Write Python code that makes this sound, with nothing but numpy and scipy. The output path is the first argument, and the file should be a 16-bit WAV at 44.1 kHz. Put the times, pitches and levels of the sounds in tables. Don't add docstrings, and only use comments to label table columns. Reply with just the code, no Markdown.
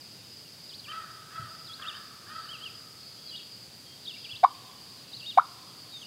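import sys
import numpy as np
from scipy import signal
from scipy.fft import rfft, irfft, next_fast_len
from scipy.io import wavfile
from scipy.ndimage import uniform_filter1d, map_coordinates

SR = 44100
rng = np.random.default_rng(int(sys.argv[2]) if len(sys.argv) > 2 else 0)


def nominal_scale(level):
    x = np.asarray(level, float) / 20
    return 10 ** x


def unload_audio(sound):
    columns = np.transpose(np.atleast_2d(sound))
    steps = np.round(np.clip(columns, -1, 1) * 32767)
    wavfile.write(sys.argv[1], SR, steps.astype(np.int16))


N = 267246
T = np.arange(N) / SR


def unit(x):
    return x / np.sqrt(np.mean(x ** 2) + 1e-20)


def along(points, hz):
    f, v = np.transpose(points)
    return np.interp(np.log(hz + 1), np.log(f + 1), v)


def wobble(rate):
    return map_coordinates(rng.standard_normal(int(N * rate / SR) + 4), [T * rate])


def coloured(x, points):
    m = next_fast_len(N + 8192)
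    return irfft(rfft(x, m) * nominal_scale(along(points, np.fft.rfftfreq(m, 1 / SR))), m)[:N]


def late(x, delay_s):
    return np.pad(x, (int(delay_s * SR), 0))[:N]


def note(rows, fade, smooth):
    s, hz, db = np.transpose(rows)
    span = slice(max(0, int((s[0] - fade) * SR)), min(N, int((s[-1] + fade) * SR)))
    t = T[span]

    def soften(v):
        return uniform_filter1d(np.interp(t, s, v), max(1, int(smooth * SR)), mode="nearest")

    edge = np.clip(np.minimum(t - s[0], s[-1] - t) / fade + 1, 0, 1)
    pitch = soften(hz)
    phase = 2 * np.pi * np.cumsum(pitch) / SR
    return span, pitch, phase, np.sqrt(2) * nominal_scale(soften(db)) * edge ** 2


def woods(x, scale, delay):
    # f/Hz, t60/s
    decay = [(300, 0.8), (1200, 2.3), (3000, 0.75), (6000, 0.87), (12000, 0.64)]
    hz, t, z = signal.stft(rng.standard_normal(2 * SR), SR, nperseg=256)
    t60 = scale * along(decay, hz)[:, None]
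    tail = signal.istft(z * nominal_scale(-60 * t / t60), SR, nperseg=256)[1]
    tail = np.pad(tail / np.linalg.norm(tail), (int(delay * SR), 0))
    return signal.fftconvolve(x, tail)[:N]


def air():
    # f/Hz, level/dB per Hz
    hush = [(18, -44), (30, -17), (60, -16), (115, -0.5), (230, -6.5), (450, -11), (1000, -16.5),
            (2000, -17.5), (3500, -14), (5600, -16), (9000, -20), (15700, -26)]
    return nominal_scale(-52.5 + 0.18 * wobble(1.14)) * unit(coloured(rng.standard_normal(N), hush))


def thuds():
    # t/s, peak level/dB, f/Hz, t60/s
    knocks = [
        (1.395, -31, 128, .07),
        (1.422, -39, 112, .2),
        (1.455, -42, 115, .12),
        (4.33, -43, 110, .12),
    ]
    out = np.zeros(N)
    for s, db, hz, t60 in knocks:
        t = np.maximum(T - s, 0)
        onset = (1 - np.exp(-t / .002)) ** 2
        out += nominal_scale(db - 60 * t / t60 + 0.88 * wobble(40)) * onset * -np.sin(2 * np.pi * hz * t)
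    return out


def song_haze():
    # t/s, level/dB
    swells = [(0, -65), (1.2, -70), (1.88, -66), (2.56, -60.5), (3.34, -65), (4.22, -57.5), (4.7, -61.5),
              (5.22, -56), (5.75, -65.5)]
    murmur_db, half_width_s = -70, 0.23
    dry = np.zeros(N)
    for centre_hz in (2900, 3390, 3840, 4180):
        hz = centre_hz * (1 + .08 * wobble(55))
        dry += nominal_scale(3 * wobble(9)) * np.sin(2 * np.pi * np.cumsum(hz) / SR)
    heard = nominal_scale(-22) * dry + woods(dry, scale=0.27, delay=.004)
    busy = nominal_scale(murmur_db) + sum(nominal_scale(db) * np.exp(-((T - s) / half_width_s) ** 2) for s, db in swells)
    return busy * unit(heard)


def chorus():
    # chirp rate/Hz, start f/Hz, end f/Hz, level/dB
    trillers = [
        (18.64, 5150, 4050, 6.5),
        (20.86, 5200, 4300, -1),
        (22.09, 5050, 4400, 0.5),
        (16.15, 4950, 4200, -5),
        (23.87, 5250, 4500, -0.5),
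        (19.48, 5000, 4150, 2),
    ]
    # t/s, depth/dB
    lulls = [(1.25, 6), (3.69, 7.5), (4.49, 2), (4.75, 2.5), (5.06, 7), (5.4, 3.5)]
    onset_s, recover_s = 0.021, 0.048
    dry = np.zeros(N)
    for rate, start_hz, end_hz, db in trillers:
        beat = np.cumsum(rate * (1 + .04 * wobble(1.5))) / SR % 1
        share = np.clip(beat / .65, 0, 1)
        hz = (start_hz + (end_hz - start_hz) * share ** 1.1) * (1 + .012 * wobble(6))
        gain = np.sin(np.pi * share ** .7) * nominal_scale(db + 2.5 * wobble(9) + 3 * wobble(60))
        dry += gain * np.sin(2 * np.pi * np.cumsum(hz) / SR)
    heard = nominal_scale(-3) * dry + woods(dry, scale=1.0, delay=.004)
    lull_db = np.zeros(N)
    for s, db in lulls:
        lull_db += db * np.exp(np.where(T < s, (T - s) / onset_s, (s - T) / recover_s))
    return nominal_scale(-51.5 + 1.2 - lull_db) * unit(heard)


def crow():
    # t/s, length/s, f/Hz, level/dB
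    caws = [
        (0.872, .21, 660.4, -45.5),
        (1.308, 0.19, 672.6, -45),
        (1.79, .21, 626, -46.5),
        (2.269, 0.24, 650, -46.5),
    ]
    # share of its length, pitch ratio, level/dB
    arch = [
        (0, .82, -9),
        (.12, .93, -2),
        (.3, 1.0, 0),
        (.55, .96, -5),
        (1, .86, -11),
    ]
    # f/Hz, level/dB
    beak = [(450, -55), (650, -18.5), (950, -17), (1150, -8.5), (1300, -1), (1550, -1.5), (1900, -14),
            (2300, -21.5), (3500, -14.5), (6000, -53)]
    dry = np.zeros(N)
    unsteady, rasp = .6 * wobble(70), wobble(120)
    breath = rng.standard_normal(N)
    for start, length, pitch_hz, db in caws:
        rows = [(start + share * length, pitch_hz * ratio, db + shape_db) for share, ratio, shape_db in arch]
        span, hz, phase, gain = note(rows, fade=.012, smooth=0.0078)
        phase = phase + unsteady[span]
        pulses = sum(np.cos(k * phase) for k in range(1, 7))
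        puffs = 1.8 * breath[span] * (1 + np.cos(phase))
        dry[span] += gain * nominal_scale(3 * rasp[span]) * (pulses + puffs)
    dry = coloured(dry, beak)
    return nominal_scale(1) * dry + nominal_scale(-3) * woods(dry, scale=.12, delay=.005) + nominal_scale(-3) * woods(dry, scale=1.1, delay=.03)


def phrases(slurs):
    # f/Hz, level/dB
    registers = [(2300, -2), (2600, -9.5), (2850, 2.5), (3080, -7), (3250, 2.5), (3480, -2), (3750, 4.5),
                 (4700, 1)]
    rounding, legato_s = .55, .004
    breath_s, breath_db = 0.015, 2
    share = np.linspace(.04, .96, 9)
    joined, last_end = [], -1
    for s, length, from_hz, to_hz, db in sorted(slurs):
        bent = share ** (0.88 if to_hz < from_hz else 1.25)
        eased = rounding * (1 - np.cos(np.pi * bent)) / 2 + (1 - rounding) * bent
        hz = from_hz + (to_hz - from_hz) * eased
        steep_fall = from_hz > 1.05 * to_hz
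        fade_db = 4 * (share - .5) * steep_fall
        if s > last_end + legato_s:
            joined.append([])
        joined[-1] += list(zip(s + share * length, hz, db + along(registers, hz) - fade_db))
        last_end = s + length
    out = []
    for rows in map(sorted, joined):
        first, last = rows[0][0], rows[-1][0]
        out.append([(s, hz, db - breath_db * max(0, 1 - min(s - first, last - s) / breath_s))
                    for s, hz, db in rows])
    return out


def songbird():
    # t/s, length/s, from f/Hz, to f/Hz, level/dB
    falls = [(.69, 0.031, 4300, 2930, -55), (.792, 0.01, 4900, 3970, -47), (.843, .024, 3330, 2374, -46),
             (.914, .014, 3140, 2360, -39.5), (1.66, 0.03, 4600, 3350, -51),
             (1.822, 0.02, 3420, 2670, -42.5), (1.886, 0.016, 3744, 2900, -38.5),
             (1.903, .024, 2900, 2550, -46.5), (2.52, 0.052, 3245, 2490, -42),
             (2.64, 0.053, 3280, 2490, -41), (3.27, 0.025, 4680, 4040, -47),
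             (3.307, 0.031, 3260, 2870, -47), (3.37, 0.039, 3940, 2550, -45.5),
             (4.053, .015, 4280, 3140, -47), (4.08, .044, 3770, 2680, -42), (4.244, .023, 3505, 2335, -41),
             (4.32, 0.023, 3460, 2646, -44), (5.162, .012, 4500, 3900, -45), (5.2, 0.02, 3510, 2640, -46.5),
             (5.3, 0.03, 3780, 2740, -42), (6.016, .027, 3330, 2670, -47)]
    # t/s, length/s, from f/Hz, to f/Hz, level/dB
    rises = [(.724, 0.032, 2890, 4750, -48.5), (.868, 0.012, 2360, 2630, -50),
             (0.88, .018, 2646, 3156, -42.5), (1.723, 0.025, 3350, 4500, -45),
             (1.849, 0.035, 2630, 3730, -42), (1.931, .017, 2700, 3110, -48),
             (2.489, .027, 2980, 3240, -42), (2.61, .027, 2930, 3230, -44), (3.351, .014, 2910, 3940, -43),
             (4.068, .011, 3120, 3780, -43), (4.139, 0.011, 2720, 2850, -43),
             (4.16, 0.016, 2240, 2450, -50), (4.268, 0.024, 2350, 2668, -56.5),
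             (4.294, 0.026, 2680, 3510, -40), (4.346, 0.025, 2655, 4120, -44.5),
             (5.117, 0.01, 4030, 4820, -49.5), (5.132, .02, 3710, 4480, -44),
             (5.222, 0.013, 2603, 2824, -43), (5.252, 0.014, 2843, 3730, -43.5)]
    # t/s, length/s, from f/Hz, to f/Hz, level/dB
    holds = [(0.901, 0.016, 3080, 3130, -36), (1.695, 0.031, 3300, 3390, -48.5),
             (1.948, .014, 3100, 3080, -38), (3.297, .005, 4040, 4100, -44), (3.34, 0.016, 2865, 2880, -42),
             (4.367, .012, 4070, 4120, -57), (5.238, .014, 2810, 2810, -45),
             (5.265, .037, 3710, 3720, -43.5), (5.919, .09, 3860, 3500, -49), (6.05, .01, 2900, 2900, -50)]
    # t/s, length/s, from f/Hz, to f/Hz, level/dB
    faint = [(.455, .035, 2910, 2660, -60), (3.17, 0.14, 3315, 3294, -64), (3.3, 0.14, 3290, 3300, -56.5),
             (3.855, .11, 3240, 3220, -58), (5.335, 0.038, 3740, 3660, -56),
             (5.58, 0.0296, 3110, 3330, -61), (5.69, .03, 3310, 3240, -61), (5.96, .08, 6400, 6340, -64)]
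    dry, blurred = np.zeros((2, N))
    flutter, leaves = nominal_scale(1.35 * wobble(90)), 1.4 * wobble(60)
    for rows in phrases(falls + rises + holds) + phrases(faint):
        span, hz, phase, gain = note(rows, fade=.004, smooth=0.003)
        dry[span] += gain * flutter[span] * (np.sin(phase) + nominal_scale(-33) * np.sin(2 * phase))
        blurred[span] += gain * np.sin(phase + leaves[span])
    echo = late(dry, .066)
    ground = late(dry, .003)
    direct = nominal_scale(-0.5) * (dry + nominal_scale(-7) * ground)
    return direct + nominal_scale(-32) * echo + nominal_scale(-10) * woods(blurred, scale=0.53, delay=.03)


def cluck(snap, lead, held, rebound_hz, rebound_db):
    # t/s, f/Hz, level/dB
    low_note = [
        (-.012, 660, -21),
        (-.0108, 775, -12),
        (-.0075, 755, -11),
        (-.0045, 710, -11.5),
        (-.002, 900, -8.3),
    ]
    first, first_hz, first_db = low_note[0]
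    flutter = [(first - lead, 580, -40), (first - lead + .0022, first_hz + 60, first_db)]
    high_hz, snap_db, shut_s = 1135, -4.8, .0028
    high = [(0, high_hz - 30, snap_db), (held, high_hz, snap_db - 2.4), (held + shut_s, 940, -26)]
    opens, peaks, ends = .0079, .0117, .0149
    opening_db = rebound_db + .9 * (rebound_db + 11)
    rebound = [(opens, .89 * rebound_hz, opening_db), (peaks, rebound_hz, rebound_db),
               (ends, rebound_hz, rebound_db - 18)]
    return [(snap + s, hz, db) for s, hz, db in flutter + low_note + high + rebound]


def reed_call():
    # snap t/s, lead-in/s, high note held/s, rebound f/Hz, rebound level/dB
    clucks = [
        (4.4487, .0053, .003, 1110, -16.5),
        (5.3869, .0023, .0017, 1360, -11.5),
    ]
    # f/Hz, level/dB
    tube = [(1000, -30), (1480, -21), (1800, -28), (2100, -24), (2350, -25), (2750, -48), (3450, -28),
            (3900, -28), (4300, -46), (9000, -60), (10500, -50), (12000, -70)]
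    dry = np.zeros(N)
    for row in clucks:
        span, hz, phase, gain = note(cluck(*row), fade=.0015, smooth=.001)
        overtones = sum(nominal_scale(along(tube, k * hz)) * np.sin(k * phase + k) for k in range(2, 15))
        low = np.clip((950 - hz) / 120, .25, 1)
        leak = nominal_scale(-18) * low ** 2 * (np.sin(1.5 * phase) + .2 * np.sin(2.5 * phase))
        dry[span] += gain * (np.sin(phase) + leak + low * overtones)
    dry = coloured(dry, [(250, -14), (450, -3), (600, 0)])
    away = coloured(dry, [(600, -9), (800, -4.5), (1150, -1.5), (4000, 18)])
    near_leaves = nominal_scale(-23) * woods(away, scale=0.07, delay=0.011)
    return dry + near_leaves + nominal_scale(-34.0) * woods(away, scale=1.0, delay=.03)


def scene():
    return (air() + thuds() + song_haze() + chorus() + crow() + songbird() + reed_call())[None]


def roll_off(x):
    return signal.sosfilt(signal.butter(12, 15850, fs=SR, output="sos"), x)


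def record(dry):
    # f/Hz, level/dB
    response = [(20, -24), (45, -9), (80, 0), (15780, 0), (15900, -70)]
    over = np.maximum(np.abs(dry) / .12 - 1, 0)
    recover = np.exp(-np.arange(SR // 4) / (.03 * SR))
    duck_db = 7 * signal.fftconvolve(over, recover[None] / recover.sum())[:, :N]
    mix = coloured((dry * nominal_scale(-duck_db))[0], response)[None]
    return roll_off(mix)


dry = scene()
out = record(dry)
unload_audio(out)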